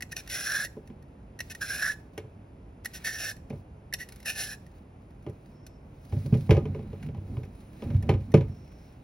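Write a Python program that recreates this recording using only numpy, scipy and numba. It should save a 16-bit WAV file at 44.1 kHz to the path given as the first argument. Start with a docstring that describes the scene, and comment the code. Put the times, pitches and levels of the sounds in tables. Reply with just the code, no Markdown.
"""A peeler clicks onto a raw carrot, catches and shaves four long strokes, close up over a steel sink.
Fibres snap under the edge and set the blade ringing. Peel drops, then a hand rummages in a plastic
bowl of vegetables that thud on bowl and sink. A small kitchen hums behind, with a faint whine,
hiss and squeak. The two microphone ports of a phone hear the treble out of step."""
import sys
import numpy as np
from scipy import signal
from scipy.fft import rfft, irfft, next_fast_len
from scipy.io import wavfile
from scipy.ndimage import uniform_filter1d
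from numba import njit

SR = 44100
rng = np.random.default_rng(int(sys.argv[2]) if len(sys.argv) > 2 else 0)


def generate_wav(sig):
    """Save sig (samples, or channels by samples) to the path in sys.argv[1] as 16-bit PCM at SR."""
    pcm = np.round(np.clip(np.atleast_2d(sig).T, -1, 1) * 32767).astype(np.int16)
    wavfile.write(sys.argv[1], SR, pcm)


N = 398223
T = np.arange(N) / SR

# drags of the edge: t/s, length/s, bite level/dB, fullest level/dB,
# blade drive over tearing at start/dB, at end/dB, blade pitch at start/Hz, at end/Hz
DRAGS = [(0.111, 0.018, -54, -40.5, -8, -2, 1870, 1830), (0.16, 0.046, -37, -45.5, 0, -9, 1880, 1720),
         (0.288, .36, -36.5, -36.5, -7, 7.5, 1620, 1692), (1.496, 0.029, -42, -41.5, -8, 0.5, 1820, 1856),
         (1.601, 0.32, -37.5, -36.5, -2, 8, 1610, 1715), (2.931, 0.045, -45.5, -42.5, -1.5, -5, 1940, 1860),
         (3.035, 0.28, -35, -36, 4, 2, 1820, 1737), (3.977, 0.06, -49.5, -44.5, 2, 5.5, 1910, 1920),
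         (4.246, 0.29, -35.5, -37.5, 0.5, 0.5, 1804, 1726)]
LONG_S = .2  # longer drags are full strokes, shorter ones scuffs


def undb(db):
    return 10 ** (np.asarray(db) / 20)


def unit(x):
    return x / np.sqrt(np.mean(x ** 2))


def on_log(hz, table):
    """Reads (f/Hz, value) points on a log-frequency axis."""
    f, v = np.transpose(table)
    return np.interp(np.log(np.maximum(hz, 1)), np.log(f), v)


def colour(x, table):
    """Filters x by (f/Hz, level/dB) points, falling fast below the first."""
    size = next_fast_len(N)
    hz = np.fft.rfftfreq(size, 1 / SR)
    response = undb(on_log(hz, table)) * np.minimum(hz / table[0][0], 1) ** 2
    return irfft(rfft(x, size) * response, size)[..., :N]


@njit
def band(x, hz, width):
    """State-variable band-pass with a moving centre, gain 1 there."""
    y, b, l = np.empty(len(x)), 0., 0.
    for i in range(len(x)):
        g, k = np.tan(np.pi * hz[i] / SR), width / hz[i]
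        v = (b + g * (x[i] + 1e-18 - l)) / (1 + g * (g + k))
        b, l, y[i] = 2 * v - b, l + 2 * g * v, k * v
    return y


def steep_band(x, hz, width):
    """Two band-passes in series, on a steady or moving centre."""
    centre = hz * np.ones(N)
    return band(band(x, centre, float(width)), centre, float(width))


def ring(x, hz, t60):
    """One decaying mode; a unit impulse rings with peak 1."""
    pole = np.exp(2j * np.pi * hz / SR - np.log(1000) / (t60 * SR))
    return signal.lfilter([1], [1, -pole], x).imag


def walk(rate):
    """Random levels held 1 / rate s and smoothed twice; rms 1."""
    hold = int(SR / rate)
    steps = np.repeat(rng.standard_normal(N // hold + 1), hold)
    return unit(uniform_filter1d(uniform_filter1d(steps, hold), hold)[:N])


def gain(s, db):
    """A level curve that is silent outside its span."""
    return undb(np.interp(T, s, db, left=-200, right=-200))


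def swell(s, length, db, fade_s=.099):
    """Fades in, holds, fades out."""
    return gain([s, s + fade_s, s + length - fade_s, s + length], [db - 14, db, db, db - 14])


def add(x, s, piece):
    """Adds a piece at time s."""
    i = int(s * SR)
    x[i:i + len(piece)] += piece[:N - i]


def grains(spread_db):
    """Dense snaps of random sign whose sizes scatter."""
    return unit(rng.standard_normal(N) * undb(spread_db * rng.exponential(size=N)))


def tone(hz, waver_db):
    """A sine that wavers in level."""
    return undb(waver_db * walk(15)) * np.sin(2 * np.pi * np.cumsum(hz) / SR)


def diffuse(table, apart):
    """Noise from all round: alike at both ports in the bass, partly unrelated above."""
    mid, side = rng.standard_normal((2, N))
    side = apart * colour(side, [(100, -39), (300, -6.5), (900, 8.5), (3500, 1), (6000, -33)])
    return unit(colour(mid + side * np.array([[1], [-1]]), table))


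def kitchen_hum():
    """Low appliance rumble at the back of the room, wandering a little in level."""
    # room tone: f/Hz, relative density/dB
    spectrum = [(25, -8), (50, 7), (100, 3), (200, -2), (400, -10), (800, -18), (1200, -26.5),
                (1800, -31.5), (2600, -31.5), (3500, -40.5), (5500, -45), (8000, -46), (10000, -46.5),
                (15000, -61)]
    return undb(-48 + .16 * walk(3.21)) * diffuse(spectrum, apart=.44)


def whine(hz=10000, ends_s=5.55, rise_db_per_s=.8):
    """A very faint high tone that grows and stops."""
    level = gain([0, ends_s], [-90, -90 + rise_db_per_s * ends_s])
    return level * tone(np.full(N, hz), waver_db=.7)


def hiss(width_hz=200.):
    """Two faint, half-whistling bands of noise."""
    # narrow hisses: t/s, length/s, f/Hz, level/dB
    hisses = [(5.46, 0.39, 5400, -76.5), (8.42, .55, 5540, -73)]
    return sum(swell(s, length, db) * unit(band(rng.standard_normal(N), np.full(N, float(hz)), width_hz))
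               for s, length, hz, db in hisses)


def squeak(start_s=7.48, length_s=.31, base_hz=9350, arch_hz=1050):
    """One thin squeak whose pitch rises and falls back."""
    arch = np.sin(np.pi * np.clip((T - start_s) / length_s, 0, 1))
    return swell(start_s, length_s, db=-73) * tone(base_hz + arch_hz * arch, waver_db=2.5)


def rubbing(crackles_per_s=20, crackle_fade_s=.005, deep_in_bowl_s=6.5):
    """Skin and leaves rub softly and unstick now and then, heard directly and through the bowl wall."""
    # handling once the peeling stops: t/s, level/dB
    handling = [(5.0, -83), (5.54, -77), (5.65, -98), (6.04, -67), (6.24, -61.5), (6.43, -61.5),
                (6.78, -72), (7.05, -69), (7.25, -70.5), (7.4, -64), (7.7, -70.5), (7.84, -60), (7.98, -65),
                (8.13, -68.5), (8.51, -72.5), (8.68, -71.5), (9.03, -71.5)]
    # friction heard directly: f/Hz, relative density/dB
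    direct_spectrum = [(3000, -7.5), (4200, -0.5), (5500, -1.5), (6500, -3.5), (8000, -3.5), (10500, -3.5),
                       (13000, -8.5), (15200, 1)]
    # friction heard through the wall: f/Hz, relative density/dB
    wall_spectrum = [(900, -6), (1500, -2), (2400, 1), (2900, -3), (3400, -10), (4100, -4), (4600, -20)]
    level = gain(*np.transpose(handling))
    for s, length, *_ in DRAGS:
        if length > LONG_S:
            end = s + length
            level += gain([s - .196, s], [-65, -62.5])  # the resting blade slides, ever harder
            level += gain([end, end + 1], [-70.5, -122.5])  # fingers shift on the carrot
            level += gain(end + np.array([.202, .222, .3]), [-87, -73, -87])  # peel brushes off the blade
    slips = undb(.6 * walk(60) + 2.3 * walk(11))
    unstick = (rng.random(N) < crackles_per_s / SR) * rng.exponential(size=N)
    slips *= 1 + signal.lfilter([1], [1, -np.exp(-1 / (crackle_fade_s * SR))], unstick)
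    direct = diffuse(direct_spectrum, apart=1)
    wall_db = -5.5 + 5 * (T > deep_in_bowl_s) + 3 * walk(4)
    return slips * level * (direct + undb(wall_db) * diffuse(wall_spectrum, apart=.19))


def bowl_and_sink():
    """Each landing rocks the bowl on the sink floor, rattles its wall and ticks; a hand stirs both."""
    # hand pushing vegetables about: t/s, relative level/dB
    rummage = [(6.049, -50), (6.16, -31.5), (6.47, -37), (6.7, -32.5), (6.92, -41.5), (7.42, -38),
               (7.68, -62), (7.87, -32), (8.07, -30.5), (8.27, -40.5), (8.4, -26.5), (8.55, -44),
               (8.651, -53)]
    # landings: t/s, relative thud level/dB, rocking f/Hz, rattle offset/dB, tick offset/dB
    knocks = [(0.767, -37, 222, -5.5, -29), (0.9, -37.5, 196, -11, -24), (2.177, -38.5, 97, 1, -2.5),
              (2.239, -41, 109, -9, -30), (3.503, -29.5, 230, -8, -21), (3.528, -31, 126, -15, -33),
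              (3.555, -36, 105, -28, -38), (5.264, -35, 152, -0.5, -17.5), (5.285, -31, 106, -20, -34),
              (6.123, -19, 89.5, -17.5, -31), (6.165, -19.5, 118, -26, -39),
              (6.255, -24.5, 124, -17.5, -48), (6.324, -10, 166, -26, -41),
              (6.34, -13.5, 136, -18.5, -30.5), (6.378, -22, 128, -45, -50), (6.493, -9, 148, -16.5, -34),
              (6.507, -8, 94.7, -10.5, -18), (6.548, -25.5, 73, -7, -23.5), (6.567, -14.5, 123, -12, -27.5),
              (6.654, -24, 103, -12, -25), (6.747, -40, 140, 4.5, -11.5), (6.791, -34, 197, -10.5, -24),
              (6.929, -33, 121, -9, -23.5), (7.026, -41.5, 69.5, -17, -7.5), (7.087, -33, 136, -12, -24),
              (7.146, -34, 193, -9, -23), (7.176, -28, 97, -21, -38), (7.368, -23, 108.4, -16, -33),
              (7.432, -32, 90, -19, -19), (7.821, -30, 239, -4.5, -18), (7.903, -23.5, 83, -15, -26),
              (7.945, -12, 97.5, -45, -43.5), (8.03, -32, 115, -8.5, -22), (8.091, -13.5, 123.4, -3.5, -15),
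              (8.138, -15, 93.4, -19.5, -33), (8.208, -23.5, 96, -30, -42), (8.34, -7, 161.4, -9.5, -21),
              (8.372, -18, 153, -26, -31), (8.408, -19, 115.6, -17.5, -27.5), (8.491, -28.5, 107, -29, -39)]
    # modes of the steel sink: f/Hz, relative level/dB, t60/s
    sink_modes = [(55, -20, .2), (72.5, -13.5, 0.32), (97.1, 0.5, 0.26), (128.8, 0.5, 0.14),
                  (147.6, 3, 0.14), (200, 1, 0.15), (232, -1.5, 0.17)]
    # modes of the plastic bowl: f/Hz, level/dB, t60/s
    bowl_modes = [(332, -2, 0.093), (364.6, -4, 0.12), (431.7, 2, 0.095), (542.7, -2.5, 0.061),
                  (580, -2.5, 0.05), (807, -12, 0.062), (983, -11.5, 0.044), (1233, -20.5, 0.082)]
    # bands of the contact tick: f/Hz, width/Hz, level/dB
    tick_bands = [(814, 750, 7.5), (1535, 1060, 5.5), (2167, 980, 5.5), (3740, 1500, -24),
                  (5080, 1000, -8.5), (11000, 2200, -17)]
    stir = gain(*np.transpose(rummage)) * undb(3.1 * walk(25)) * rng.standard_normal((2, N))
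    rock, rattle, ticks = undb(-49) * stir[0], np.zeros(N), np.zeros(N)
    age = np.arange(int(.12 * SR)) / SR
    rattle_shape = np.exp(-age / .0022) + .26 * np.exp(-age / .026)
    tick_shape = np.minimum(age / .0012, 1) * (np.exp(-age / .003) + .54 * np.exp(-age / .018))
    for s, thud_db, hz, wall_db, tick_db in knocks:
        turns = age * hz
        two_cycles = np.sin(2 * np.pi * turns) * np.sin(np.pi * np.minimum(turns / 1.99, 1))
        add(rock, s, undb(thud_db - 12.5) * hz / SR * two_cycles)
        add(rattle, s, undb(thud_db + wall_db - 19.5) * rattle_shape)
        add(ticks, s, undb(thud_db + tick_db + 7) * tick_shape)
    rattle = rattle * rng.standard_normal(N) + undb(-55) * stir[1]
    ticks *= grains(.35)
    sink = sum(undb(db + 12.5) * ring(rock, hz, t60) for hz, db, t60 in sink_modes)
    bowl = sum((-1) ** k * undb(db) * ring(rattle, hz, t60) for k, (hz, db, t60) in enumerate(bowl_modes))
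    contact = sum(undb(db) * steep_band(ticks, hz, width) for hz, width, db in tick_bands)
    return sink + bowl + contact


def edge_drags(bite_s=.013, lift_s=.028, edge_db=-27.5):
    """The edge bites, slackens, cuts fully and lifts. Gives tear, shake and core gains and blade pitch."""
    tear, shake, core, hz = np.zeros(N), np.zeros(N), np.ones(N), np.full(N, 1700.)
    for s, length, bite_db, full_db, ring_db, end_ring_db, pitch, end_pitch in DRAGS:
        slack, fullest = .29 * length, .61 * length
        when = s + np.array([0, min(bite_s, slack / 2), slack, fullest, length,
                             length + min(lift_s, length / 2)])
        slack_db = min(bite_db, full_db) - 3.5 * min(length / LONG_S, 1)
        force = gain(when, [bite_db + edge_db, bite_db, slack_db, full_db, full_db - 4.5, full_db + edge_db])
        progress = (T - s) / length
        tear += force
        shake += force * undb(ring_db + (end_ring_db - ring_db) * np.clip(progress, 0, 1) ** 1.07)
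        # the narrow core of the ring sings up towards the end of a drag
        core = np.where((T >= s) & (T < when[-1]), undb(4.5 * (progress - 1)), core)
        glide = np.interp(T, [s, s + length], [pitch, end_pitch])
        hz = np.where((T >= s) & (T < when[-1] + .1), glide, hz)
    chatter = undb(1.3 * walk(120) + 2.3 * walk(33.95))  # the edge sticks and slips
    return tear * chatter, shake * chatter * undb(3.75 * walk(25.28)), core, hz


def peeler_and_ticks(click_hz=1880, hump_width_hz=320, core_width_hz=110):
    """Fibres snap under the edge and shake blade and frame; later dry ticks share that timbre."""
    # blade taps and catches while peeling; the late rows are small dry ticks from rummaging in the bowl:
    # t/s, relative level/dB, ring offset/dB
    clicks = [(0.0064, -32.5, -4), (0.0223, -24, -4), (0.275, -33.5, -15), (0.6482, -33, -22),
              (0.874, -48.5, -11), (1.0243, -53.5, -4), (1.39, -32.5, 1.5), (1.4038, -23, -3),
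              (1.549, -31, -7), (2.1778, -33.5, -12), (2.8471, -29, -4), (2.8558, -22.5, -6),
              (3.365, -45, -18), (3.4987, -47, -26), (3.926, -34, 4), (3.9367, -17, -9), (4.088, -35, -14),
              (4.122, -37, -12), (4.16, -42.5, -23), (4.201, -44, -35), (4.228, -43.5, -21),
              (4.664, -50.5, -2), (5.106, -58, -5), (5.225, -57, -16), (5.2957, -52, -11),
              (5.665, -36, -28), (7.03, -49, -3), (7.45, -55, -10), (8.0248, -41, -8), (8.318, -42.5, -8)]
    # tearing fibres: f/Hz, relative density/dB
    tear_spectrum = [(550, -3.5), (800, -4), (1280, -47), (1500, 9), (2100, -39.5), (2900, 0), (4600, -2.5),
                     (5500, 1.5), (6400, -1), (8600, -4.5), (10600, -6.5), (13300, -6.5), (15200, -9.5)]
    # higher modes of blade and frame: multiple of the frame pitch, width/Hz, level over tearing/dB
    frame_modes = [(1.2, 450, -10), (1.45, 500, -8), (2.1, 500, -19), (2.4, 500, -17), (3.25, 800, -11),
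                   (4.23, 600, -19), (6.25, 2400, -9)]
    tear, shake, core, hz = edge_drags()
    age = np.arange(int(.03 * SR)) / SR
    for s, db, ring_db in clicks:
        fade_s = .0048 * undb(-.02 * (db + 22))  # harder clicks are shorter
        push = np.minimum(age / .00064, 1) * (np.exp(-age / fade_s) + .038 * np.exp(-age / .01))
        add(tear, s, undb(db - 7) * push)
        add(shake, s, undb(db + ring_db + 1) * push)
        if not any(start <= s <= start + length for start, length, *_ in DRAGS):
            hz[int(s * SR):int((s + .03) * SR)] = click_hz
    # snaps reach the two ports a little differently
    snaps = grains(1.98) + .027 * grains(1.5) * np.array([[1], [-1]])

    def mode(drive, centre, width):
        """A resonance fed by the snaps, near rms 1 at unit drive."""
        ringing = np.array([steep_band(port * drive, centre, width) for port in snaps])
        return ringing / np.sqrt(np.pi * width / 2 / SR)

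    # the stiffer modes follow the grip on the blade only in part, and come and go
    frame_hz = 1700 * (hz / 1700) ** .38
    frame = sum(undb(db) * mode(tear * undb(2.5 * walk(12)), k * frame_hz * (1 + .015 * walk(6.5)), width)
                for k, width, db in frame_modes)
    blade = undb(-5) * mode(shake, hz, hump_width_hz) + undb(-8) * mode(shake * core, hz, core_width_hz)
    fibres = undb(-.5) * unit(colour(snaps, tear_spectrum)) * tear
    return fibres + blade + frame


def echoes(near, basin_db=-22.5, basin_t60_s=.049, room_db=-17, room_t60_s=.32):
    """Quick reflections off the basin and longer ones off the kitchen walls; each port gets its own."""
    age = np.arange(int(.4 * SR)) / SR
    basin, room = undb(-60 * age / basin_t60_s), undb(-60 * age / room_t60_s)
    decay = undb(basin_db) * basin / np.linalg.norm(basin) + undb(room_db) * room / np.linalg.norm(room)
    tail = rng.standard_normal((2, len(age))) * decay
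    tail = signal.sosfilt(signal.butter(2, 600, "high", fs=SR, output="sos"), tail)
    return signal.fftconvolve(near, tail, axes=1)[:, :N]


def scene():
    """Close work at the sink and its echoes, over soft rubbing and the room tone."""
    near = peeler_and_ticks() + bowl_and_sink() + whine() + squeak() + hiss()
    return near + echoes(near) + rubbing() + kitchen_hum()


def record(dry, low_hz=41.5, top_hz=15780):
    """The phone drops the deep bass and the very top; its ports differ in phase and level by frequency."""
    # phase between the ports: f/Hz, left lead/rad
    port_lead = [(0, 0), (300, -.04), (900, .1), (2200, .45), (2900, 1.7), (3600, .9), (4300, .95),
                 (5000, 0), (7700, 3.14), (10800, 6.28), (14200, 9.42), (17000, 12)]
    # balance of the ports: f/Hz, left minus right/dB
    port_balance = [(100, -.7), (300, -2.5), (860, 1.5), (1550, -3.2), (2300, 0), (5000, 0)]
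    dry = signal.sosfilt(signal.butter(2, low_hz, "high", fs=SR, output="sos"), dry)
    size = next_fast_len(N + 4096)
    hz = np.fft.rfftfreq(size, 1 / SR)
    left = np.exp(.5j * np.interp(hz, *np.transpose(port_lead))) * undb(on_log(hz, port_balance) / 2)
    ports = irfft(rfft(dry, size) * np.array([left, 1 / left]), size)[:, :N]
    return signal.sosfilt(signal.ellip(10, .2, 70, top_hz, fs=SR, output="sos"), ports)


dry = scene()
out = record(dry)
generate_wav(out)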